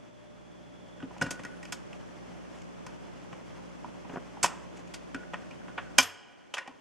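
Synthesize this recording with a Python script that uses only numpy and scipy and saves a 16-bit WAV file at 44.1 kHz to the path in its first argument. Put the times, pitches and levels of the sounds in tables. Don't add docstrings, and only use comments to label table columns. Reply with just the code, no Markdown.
import sys
import numpy as np
from scipy import signal
from scipy.fft import rfft, irfft, next_fast_len
from scipy.io import wavfile
from scipy.ndimage import uniform_filter1d, map_coordinates

SR = 44100
rng = np.random.default_rng(int(sys.argv[2]) if len(sys.argv) > 2 else 0)


def put_to_file(sound):
    columns = np.atleast_2d(sound).T
    safe = np.clip(columns, -1, 1)
    whole_steps = np.round(safe * 32767)
    wavfile.write(sys.argv[1], SR, whole_steps.astype(np.int16))


N = 300214
TRIP_S = 5.984


def amp(db):
    return 10 ** (np.asarray(db) / 20)


def unit(x):
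    return x / np.sqrt(np.mean(x ** 2) + 1e-20)


def along(points, hz):
    f, v = np.transpose(points)
    return np.interp(np.log(hz + 1), np.log(f + 1), v)


def curve(rows):
    return np.interp(np.arange(N) / SR, *np.transpose(rows))


def wobble(rate):
    knots = rng.standard_normal(int(N * rate / SR) + 4)
    fine = np.arange(len(knots) * 8) / 8
    smooth = map_coordinates(knots, [fine], mode="nearest")
    return np.interp(np.arange(N) * rate / SR, fine, smooth)


def filtered(x, response):
    n = x.shape[-1]
    m = next_fast_len(n + 8192)
    return irfft(rfft(x, m) * response(np.fft.rfftfreq(m, 1 / SR)), m)[..., :n]


def noise(spectrum):
    return filtered(rng.standard_normal(N), lambda hz: amp(along(spectrum, hz)))


def resonances(modes, hz):
    return sum(amp(db) * 1j * hz * w / (c * c - hz * hz + 1j * hz * w) for c, w, db in modes)


def ring(modes, attack):
    t = np.arange(SR) / SR
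    partials = 0
    for hz, db, t60 in modes:
        partials = partials + amp(db - 60 * t / t60) * np.sin(2 * np.pi * (hz * t + rng.random()))
    return partials * (1 - np.exp(-t / attack))


def add(track, s, sound):
    start = max(round(s * SR), 0)
    part = sound[..., :N - start]
    track[..., start:start + part.shape[-1]] += part


def stereo(mid, side):
    return np.array([mid + side, mid - side])


# pitch_hz [Hz], loaded_db [dB rms before wavering], idle_change_db [dB]
HUM_LINES = [(59.9, -66, -8.5), (118.5, -67, -4), (178.6, -59, -9.5), (235, -71, -3), (539, -66, -12),
             (597, -64, .3)]


def motor(waver_db=1.23, waver_rad=0.18, load_s=1.2, stop_s=0.043):
    t = np.arange(N) / SR
    idling = np.clip(1 - t / load_s, 0, 1)
    lines = 0
    for hz, db, idle_db in HUM_LINES:
        size = amp(db + idle_db * idling + waver_db * wobble(5))
        phase = 2 * np.pi * (hz * t + rng.random()) + waver_rad * wobble(7.7)
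        lines = lines + size * np.sin(phase)
    return np.sqrt(2) * lines * np.exp(-np.maximum(t - TRIP_S, 0) / stop_s)


# frequency_hz [Hz], relative_db [dB]
RUMBLE_COLOUR = [(25, -25.5), (60, -15.5), (130, -4), (175, -1.5), (290, 2), (420, -3), (650, -3),
                 (1000, -6), (1400, -9.5), (3450, -16), (3720, -23.5), (6000, -21), (9000, -31),
                 (15500, -53.5)]
# frequency_hz [Hz], relative_db [dB]
DIFFUSE_COLOUR = [(25, -20), (60, 1), (170, 11), (280, 9), (500, 3.5), (800, -3), (1500, -9.5),
                  (3400, -19.5), (3750, -27.5), (5800, -22), (9000, -31), (15500, -57.5)]
ENGAGE_S = 1.33
IDLE_DB, LOADED_DB, COAST_DB = -58, -52, -59.5


def drive(level_db=-0.5, flutter_db=1.0, take_up=2.6, run_down_s=0.04, bass_hz=190):
    t = np.arange(N) / SR
    driven = np.exp(-np.maximum(t - TRIP_S, 0) / run_down_s)
    running_db = IDLE_DB + (LOADED_DB - IDLE_DB) * np.minimum(t / ENGAGE_S, 1) ** take_up
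    rumble_db = COAST_DB + (running_db - COAST_DB) * driven
    near, diffuse = noise(RUMBLE_COLOUR), noise(DIFFUSE_COLOUR)
    rumble = stereo(near * amp(flutter_db * wobble(45)), diffuse) / np.std(near)
    coasting = filtered(rumble, lambda hz: hz ** 2 / (hz ** 2 + bass_hz ** 2))
    return amp(rumble_db + level_db) * (driven * rumble + (1 - driven) * coasting)


# time_s [s], level_db [dB rms]
GROOVE_HISS = [(0, -74.5), (.95, -68), (1.03, -70), (1.2, -110)]


def stylus(needle_hz=3390, width_hz=260):
    hiss = filtered(rng.standard_normal(N), lambda hz: resonances([(needle_hz, width_hz, 0)], hz) ** 2)
    return amp(curve(GROOVE_HISS)) * unit(hiss)


# frequency_hz [Hz], gain_db [dB]
ROOM_RUMBLE = [(25, -65.5), (130, -49.5), (250, -54), (900, -110)]


def room_tone():
    return np.array([noise(ROOM_RUMBLE), noise(ROOM_RUMBLE)])


# time_s [s], strength_db [relative dB], hardness [0-1], case_thump_db [relative dB],
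# peak_delay_s [s, rise of the chatter], part_pitch_hz [Hz, the struck part], part_prominence_db [dB]
LEVER_CONTACTS = [(1.002, -44, 0.66, -50, 0.0043, 2900, 1), (1.027, -41, 0.57, -52, .0026, 2900, 5.5),
                  (1.031, -51, .4, -38.5, 0.0026, 270, 12), (1.111, -51, 0.11, -65, 0.0011, 930, 5.5),
                  (1.166, -46.5, 0.34, -54, .002, 780, 7.5), (1.214, -24, 0.77, -30, 0.003, 740, 10.5),
                  (1.2223, -23.5, 0.86, -26, 0.0031, 544, 13.5),
                  (1.236, -43, 0.5, -32.5, 0.0028, 130, 12.5), (1.264, -35, .76, -34, .004, 1620, 9),
                  (1.308, -28, 0.94, -39, 0.0041, 560, 14.5), (1.394, -37, 0.65, -42, 0.0049, 1930, 4),
                  (1.4362, -41, 0.88, -45, 0.0018, 1990, 5), (1.4513, -33.5, 0.84, -35.5, 0.0017, 1950, 7),
                  (1.629, -41, 0.84, -50, 0.004, 1900, 12), (1.654, -39, 0.86, -49, 0.0019, 2590, 6),
                  (1.724, -26.5, .91, -47, 0.0036, 1580, 0.5), (1.931, -42, 0.76, -57, 0.0018, 2490, 10),
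                  (2.8657, -38, 0.86, -43, 0.0031, 1010, 12), (3.329, -38.5, 0.62, -42, 0.0037, 890, 12),
                  (3.8458, -45, 0.15, -48, 0.0014, 990, 9.5), (4.049, -45.5, 0.37, -45, 0.0033, 1020, 5.5),
                  (4.098, -39, 0.42, -41, 0.0019, 170, 9.5), (4.1318, -49, 0.84, -38, 0.0084, 574, 17),
                  (4.1605, -40, 0.22, -40, 0.0012, 1450, 5.5), (4.17, -43, 0.27, -40, 0.0034, 660, 11),
                  (4.372, -53, 0.04, -65, 0.0017, 850, 8.5), (4.4307, -18.5, 0.92, -44, 0.0049, 7500, 9.5),
                  (4.4418, -15.5, 0.83, -38.5, 0.0043, 340, 11), (4.4436, -25, 0.22, -49, 0.002, 980, 7.5),
                  (4.46, -27, 0.94, -40, 0.0027, 1560, 8), (4.9393, -33.5, 0.88, -64.5, 0.0055, 4540, 5.5),
                  (5.147, -32, 0.79, -31.5, 0.0019, 1540, 12), (5.336, -29.5, 0.59, -43, 0.0035, 977, 4),
                  (5.343, -32.5, 0.6, -59.5, 0.002, 1850, 13),
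                  (5.511, -46.5, 0.78, -50.5, 0.0024, 2570, 14),
                  (5.6823, -43.5, 0.45, -51.5, 0.0024, 1640, 9),
                  (5.7787, -28, 0.51, -45, 0.0052, 1720, 12.5), (5.9837, -17, 0.9, -37, 0.0013, 1035, -0.5),
                  (5.9857, -5, 0.91, -36, 0.0019, 2900, 5.5), (5.9935, -17, 0.81, -37.5, 0.0033, 1035, 3.5),
                  (6.004, -29, 1, -45.5, 0.0028, 6000, 4.5), (6.028, -30.5, 1, -59, 0.0048, 6500, 2),
                  (6.54, -24.5, 0.79, -66, 0.0043, 3150, 6), (6.569, -32, 0.7, -68.5, 0.005, 1750, 14),
                  (6.582, -26, 0.75, -63.5, 0.0032, 1790, 10),
                  (6.6769, -37.5, 0.75, -46, 0.0026, 806, 14.5), (6.687, -57.5, 0.1, -61.5, .004, 280, 20)]
# pitch_hz [Hz], relative_db [dB], t60_s [s]
DECK_MODES = [(120, -19, 0.072), (176, -7.5, 0.081), (269.8, -3.5, .08), (562, -8, 0.041), (715, -6, 0.066),
              (806, -0.5, .03), (984, -1, 0.039), (1270, -7.5, 0.022), (1467, -2.5, 0.072),
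              (1688, -5.5, .03), (1888, 1.5, 0.056), (2335, -1, 0.045), (2500, -1, 0.039), (2577, 0.5, .04),
              (2880, -3, 0.037), (3180, -6.5, 0.042), (4600, -15, 0.084), (5060, -7, 0.055),
              (5190, -5, .035), (5506, -7, .05), (6250, -1, 0.025), (7100, -11, .04), (7570, -7, 0.033),
              (8400, -12.5, .04)]
# frequency_hz [Hz], relative_db [dB]
CHATTER_COLOUR = [(30, -10.5), (120, 3.5), (400, 8), (900, 18.5), (3200, 17), (3900, 8), (6500, 15),
                  (8500, 6.5), (11500, -0.5), (13500, -14.5), (15500, -22.5)]
SOFT_KNOCK_DB, HARD_KNOCK_DB = 6, -17.5
SOFT_SNAP_DB, HARD_SNAP_DB = -57.5, -4


def contacts(lead_s=.0024, vary_db=3.0, thump_db=-4, clack_db=-9.5, shine_db=-9, shine_gain=0.097,
             shine_rise_db=36, rebound_s=.014, rebound_db=-17, part_width=0.17, detune=0.0073):
    _, strength, hardness, thump, peak_s, part_hz, part_db = np.transpose(LEVER_CONTACTS)
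    count = len(LEVER_CONTACTS)
    t = np.arange(SR // 10) / SR
    u = t / np.maximum(peak_s[:, None], 5e-4)
    bursts = rng.standard_normal((2, count, len(t))) * u * np.exp(-u)
    chatter = filtered(bursts, lambda hz: amp(along(CHATTER_COLOUR, hz)))

    hz, db, t60 = np.transpose(DECK_MODES)
    modes = amp(-60 * t / t60[:, None]) * np.exp(2j * np.pi * hz[:, None] * t)
    stretch = 1 + detune * rng.standard_normal(count)
    shape = count, len(DECK_MODES)
    shares = amp(db + vary_db * rng.standard_normal(shape)) * np.exp(2j * np.pi * rng.random(shape))
    waves = (shares @ modes).imag
    ringing = np.array([np.interp(k * t, t, wave) for k, wave in zip(stretch, waves)])
    ringing = ringing * (1 - np.exp(-2 * u ** 2))
    struck = np.array([ringing + chatter[0], chatter[1]])

    knock = strength + SOFT_KNOCK_DB + hardness * (HARD_KNOCK_DB - SOFT_KNOCK_DB)
    snap = strength + SOFT_SNAP_DB + hardness * (HARD_SNAP_DB - SOFT_SNAP_DB)
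    shine = snap + shine_gain * (snap - snap.mean()) - shine_rise_db * (1 - hardness)
    levels = [thump + thump_db, knock, strength + clack_db, snap, shine + shine_db]
    bands_hz = [(70, 400), (400, 1200), (1200, 3600), (3700, 9000), (9000, 16000)]
    blows = 0
    for band_hz, level in zip(bands_hz, levels):
        part = signal.sosfilt(signal.butter(3, band_hz, "band", fs=SR, output="sos"), struck)
        peak = np.sqrt(uniform_filter1d(part ** 2, size=220).max(axis=-1, keepdims=True))
        blows = blows + part / peak * amp(level)[:, None]

    part_mode = [(part_hz[:, None], part_width * part_hz[:, None], 0)]
    own_ring = filtered(blows, lambda hz: resonances(part_mode, hz))
    blows = blows + (amp(part_db)[:, None] - 1) * own_ring

    track = np.zeros((2, N))
    for k, row in enumerate(LEVER_CONTACTS):
        add(track, row[0] - lead_s, blows[:, k])
        if abs(row[0] - TRIP_S) > .05:
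            add(track[0], row[0] + rebound_s, amp(rebound_db) * blows[1, k])
    return track


# frequency_hz [Hz], t60_s [s]
ROOM_DECAY = [(100, 0.3), (1000, 0.47), (5000, 0.2), (14000, .11)]


def tail(x, decay, side_db, build_s, size=256):
    hz, t, z = signal.stft(x, SR, nperseg=size)
    fading = amp(-60 * t / along(decay, hz)[:, None]) ** 2 * (1 - np.exp(-t / build_s)) ** 2
    fading = fading / fading.sum(axis=1, keepdims=True)
    fed = uniform_filter1d(np.abs(z) ** 2, size=2, axis=0)
    energy = np.abs(signal.fftconvolve(fed, fading, axes=1)[:, :len(t)])
    field = signal.stft(rng.standard_normal((2, N)), nperseg=size)[2]
    mid, side = signal.istft(field / np.std(field) * np.sqrt(energy), nperseg=size)[1][:, :N]
    return stereo(mid, amp(side_db) * side)


# frequency_hz [Hz], t60_s [s]
STEEL_DECAY = [(100, .3), (700, 1.6), (3400, 1.3), (3800, 0.8), (9000, 0.47), (14000, .21)]


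def linkage(x, count=640, low_hz=480, high_hz=14000, level_db=-24.0, side_db=-11.5, size=256):
    place = (np.arange(count) + rng.random(count)) / count
    partial_hz = low_hz + (high_hz - low_hz) * place ** 2
    lines = np.zeros((2, SR // 2 + 1), complex)
    lines[:, partial_hz.astype(int)] = np.sqrt(place) * np.exp(2j * np.pi * rng.random((2, count)))
    hz, t, z = signal.stft(irfft(lines), SR, nperseg=size)
    t60 = along(STEEL_DECAY, hz)[:, None]
    response = signal.istft(z * amp(-60 * t / t60) / np.sqrt(t60), nperseg=size)[1]
    response = response / np.linalg.norm(response[0])
    mid, side = signal.fftconvolve(x[None], response, axes=1)[:, :N]
    return amp(level_db) * stereo(mid, amp(side_db) * side)


def steel_ring(count=80, low_hz=3300, high_hz=11000, level_db=-39, fall_db=-7, t60=0.16, scatter_db=4):
    t = np.arange(SR // 2) / SR
    hz = np.linspace(low_hz, high_hz, count) * (1 + .01 * rng.standard_normal(count))
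    decay = amp(fall_db * np.log2(hz / low_hz)[:, None] - 60 * t / t60)
    partials = decay * np.sin(2 * np.pi * (hz[:, None] * t + rng.random((count, 1))))
    track = np.zeros(N)
    for s, strength, hardness, *_ in LEVER_CONTACTS:
        softness_db = (1 - hardness) * (SOFT_SNAP_DB - HARD_SNAP_DB) / 2
        shares = amp(strength + level_db + softness_db + scatter_db * rng.standard_normal(count))
        add(track, s, shares @ partials)
    return track


# pitch_hz [Hz], relative_db [dB], t60_s [s]
SPRING_MODES = [(1460, 0, .09), (1468, -18, .75), (1522, -4, .06), (1626, -7, .06), (1905, -10, .06)]
# start_s [s], strength_db [relative dB]
SPRING_JOLTS = [(1.001, -41.5), (1.023, -44), (1.216, -25.5), (1.26, -32), (1.277, -36), (1.392, -52),
                (1.437, -43), (1.45, -38), (1.543, -48), (2.868, -43), (5.146, -35), (5.231, -46.5),
                (5.427, -51), (5.615, -50.5), (5.691, -50.5), (5.865, -50)]


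def spring(detune=0.005, vary_db=2.5, attack_s=0.0012):
    track = np.zeros(N)
    for s, db in SPRING_JOLTS:
        modes = []
        for hz, level, t60 in SPRING_MODES:
            pitch_hz = hz * (1 + detune * rng.standard_normal())
            modes.append((pitch_hz, db + level + vary_db * rng.standard_normal(), t60))
        add(track, s, ring(modes, attack_s))
    seat = np.clip(1 + .35 * wobble(45), .4, 1.4)
    buzz = 1 + .45 * wobble(220)
    return track * seat * buzz


# frequency_hz [Hz], gain_db [dB]
GEAR_COLOUR = [(200, -5), (950, 11), (1250, 7), (2600, 6), (3400, 1), (4200, -12), (12000, -35)]


def gear_ticks(count=110, level_db=-66, load_db=4):
    t = np.arange(SR // 40) / SR
    track = np.zeros(N)
    first = LEVER_CONTACTS[0][0]
    for turn in rng.random(count):
        size = amp(level_db + load_db * turn)
        tick = size * amp(-60 * t / .035) * rng.standard_normal(len(t))
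        add(track, first + turn * (TRIP_S - first), tick)
    return filtered(track, lambda hz: amp(along(GEAR_COLOUR, hz)))


def strokes(rows, colour, grain_db):
    t = np.arange(N) / SR
    pressure = sum(amp(db) * np.exp(-.5 * ((t - s) / length) ** 2) for s, length, db in rows)
    return pressure * unit(noise(colour) * amp(grain_db * wobble(250)))


# centre_s [s], half_length_s [s], level_db [dB]
CAM_SCRAPES = [(1.178, 0.0055, -55), (2.597, 0.046, -63), (4.785, 0.017, -56.5), (4.878, 0.0069, -57),
               (5.827, 0.0041, -58)]
# frequency_hz [Hz], relative_db [dB]
SCRAPE_COLOUR = [(1000, -20), (2500, 7), (4000, -7), (7000, -0.5), (10500, -20.5), (15000, -36)]
# centre_s [s], half_length_s [s], level_db [dB]
LEVER_RUBS = [(4.13, 0.025, -46), (4.172, 0.011, -42), (4.445, 0.0056, -32.5)]
# frequency_hz [Hz], relative_db [dB]
RUB_COLOUR = [(50, -26), (100, -6), (400, 3), (700, -1.5), (1800, -8), (3500, -39), (9000, -53)]
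SQUEAL_S, SQUEAL_LENGTH_S, SQUEAL_DB = 1.31, .5, -78
SQUEAL_START_HZ, SQUEAL_END_HZ, SQUEAL_SAG_S = 11850, 10300, 0.1


def friction(waver_hz=25, attack_s=.05, release_s=.25):
    t = np.maximum(np.arange(N) / SR - SQUEAL_S, 0)
    sag = np.exp(-t / SQUEAL_SAG_S)
    hz = SQUEAL_END_HZ + (SQUEAL_START_HZ - SQUEAL_END_HZ) * sag + waver_hz * wobble(80)
    pressure = np.clip(np.minimum(t / attack_s, (SQUEAL_LENGTH_S - t) / release_s), 0, 1)
    squeal = amp(SQUEAL_DB) * pressure * np.sin(2 * np.pi * np.cumsum(hz) / SR)
    scrapes = strokes(CAM_SCRAPES, SCRAPE_COLOUR, grain_db=6.0)
    rubs = strokes(LEVER_RUBS, RUB_COLOUR, grain_db=5.5)
    return scrapes + rubs + squeal


# start_s [s], level_db [dB], t60_s [s]
LEVER_SHAKES = [(1.224, -37.5, 0.29), (2.44, -58, .9), (4.447, -36, 0.21), (6.583, -43, 0.38)]
# pitch_hz [Hz], relative_db [dB]
LEVER_MODES = [(560, -5.5), (995, 0.5), (1470, -4), (1855, -1), (2385, -4), (2765, -1)]


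def rattle(taps_per_s=260, scatter_db=4.0, width_hz=45):
    t = np.arange(N) / SR
    taps = (rng.random(N) < taps_per_s / SR) * amp(scatter_db * rng.standard_normal(N))
    modes = [(centre, width_hz, db) for centre, db in LEVER_MODES]
    top_hz = LEVER_MODES[-1][0]
    ringing = filtered(taps, lambda hz: resonances(modes, hz) / (1 + (hz / top_hz) ** 4))
    shaking = sum((t > s) * amp(db - 60 * np.abs(t - s) / t60) for s, db, t60 in LEVER_SHAKES)
    return shaking * unit(ringing)


# pitch_hz [Hz], relative_db [dB], t60_s [s]
SWITCH_MODES = [(94, -50, .4), (262, -29, .11), (440, -52, .6), (719, -56, 1.1), (988, -53, 1),
                (1030, -22, .08), (1893, -28, .08), (2363, -18, .08), (2478, -27, .09), (2903, -24, .08),
                (3050, -28, .09), (3216, -22, .08), (5120, -33, .14), (6100, -23, .08), (6212, -33, .15)]
PING_HZ, PING_DB, PING_T60, PING_FREE_S, PING_DAMP_S = 11660, -41, .38, 0.091, .035


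def shut_off(lever_db=3.5, attack_s=.003):
    t = np.arange(SR) / SR
    damping = np.exp(-np.maximum(t - PING_FREE_S, 0) / PING_DAMP_S)
    ping = amp(PING_DB - 60 * t / PING_T60) * damping * np.sin(2 * np.pi * PING_HZ * t)
    track = np.zeros(N)
    add(track, TRIP_S, amp(lever_db) * ring(SWITCH_MODES, attack_s) + ping)
    return track


# frequency_hz [Hz], side_gain_db [dB]
CONTACT_WIDTH = [(100, -18.5), (600, -21), (2500, -20), (5000, -9), (8000, -9), (12000, -2.5)]


def scene():
    clicks, chatter = contacts()
    width = filtered(chatter, lambda hz: amp(along(CONTACT_WIDTH, hz)))
    room = amp(-12.0) * tail(clicks, ROOM_DECAY, side_db=-12.0, build_s=0.0012)
    metal = linkage(clicks) + steel_ring() + spring() + rattle() + shut_off()
    machine = friction() + gear_ticks() + motor() + stylus() + drive()
    return stereo(clicks, width) + room + metal + machine + room_tone()


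TOP_HZ = 15650


def record(dry, balance_db=0.14):
    x = dry * amp([[-balance_db], [balance_db]])
    x = x / (1 + np.abs(x / .92) ** 8) ** (1 / 8)
    return filtered(x, lambda hz: hz < TOP_HZ)


dry = scene()
out = record(dry)
put_to_file(out)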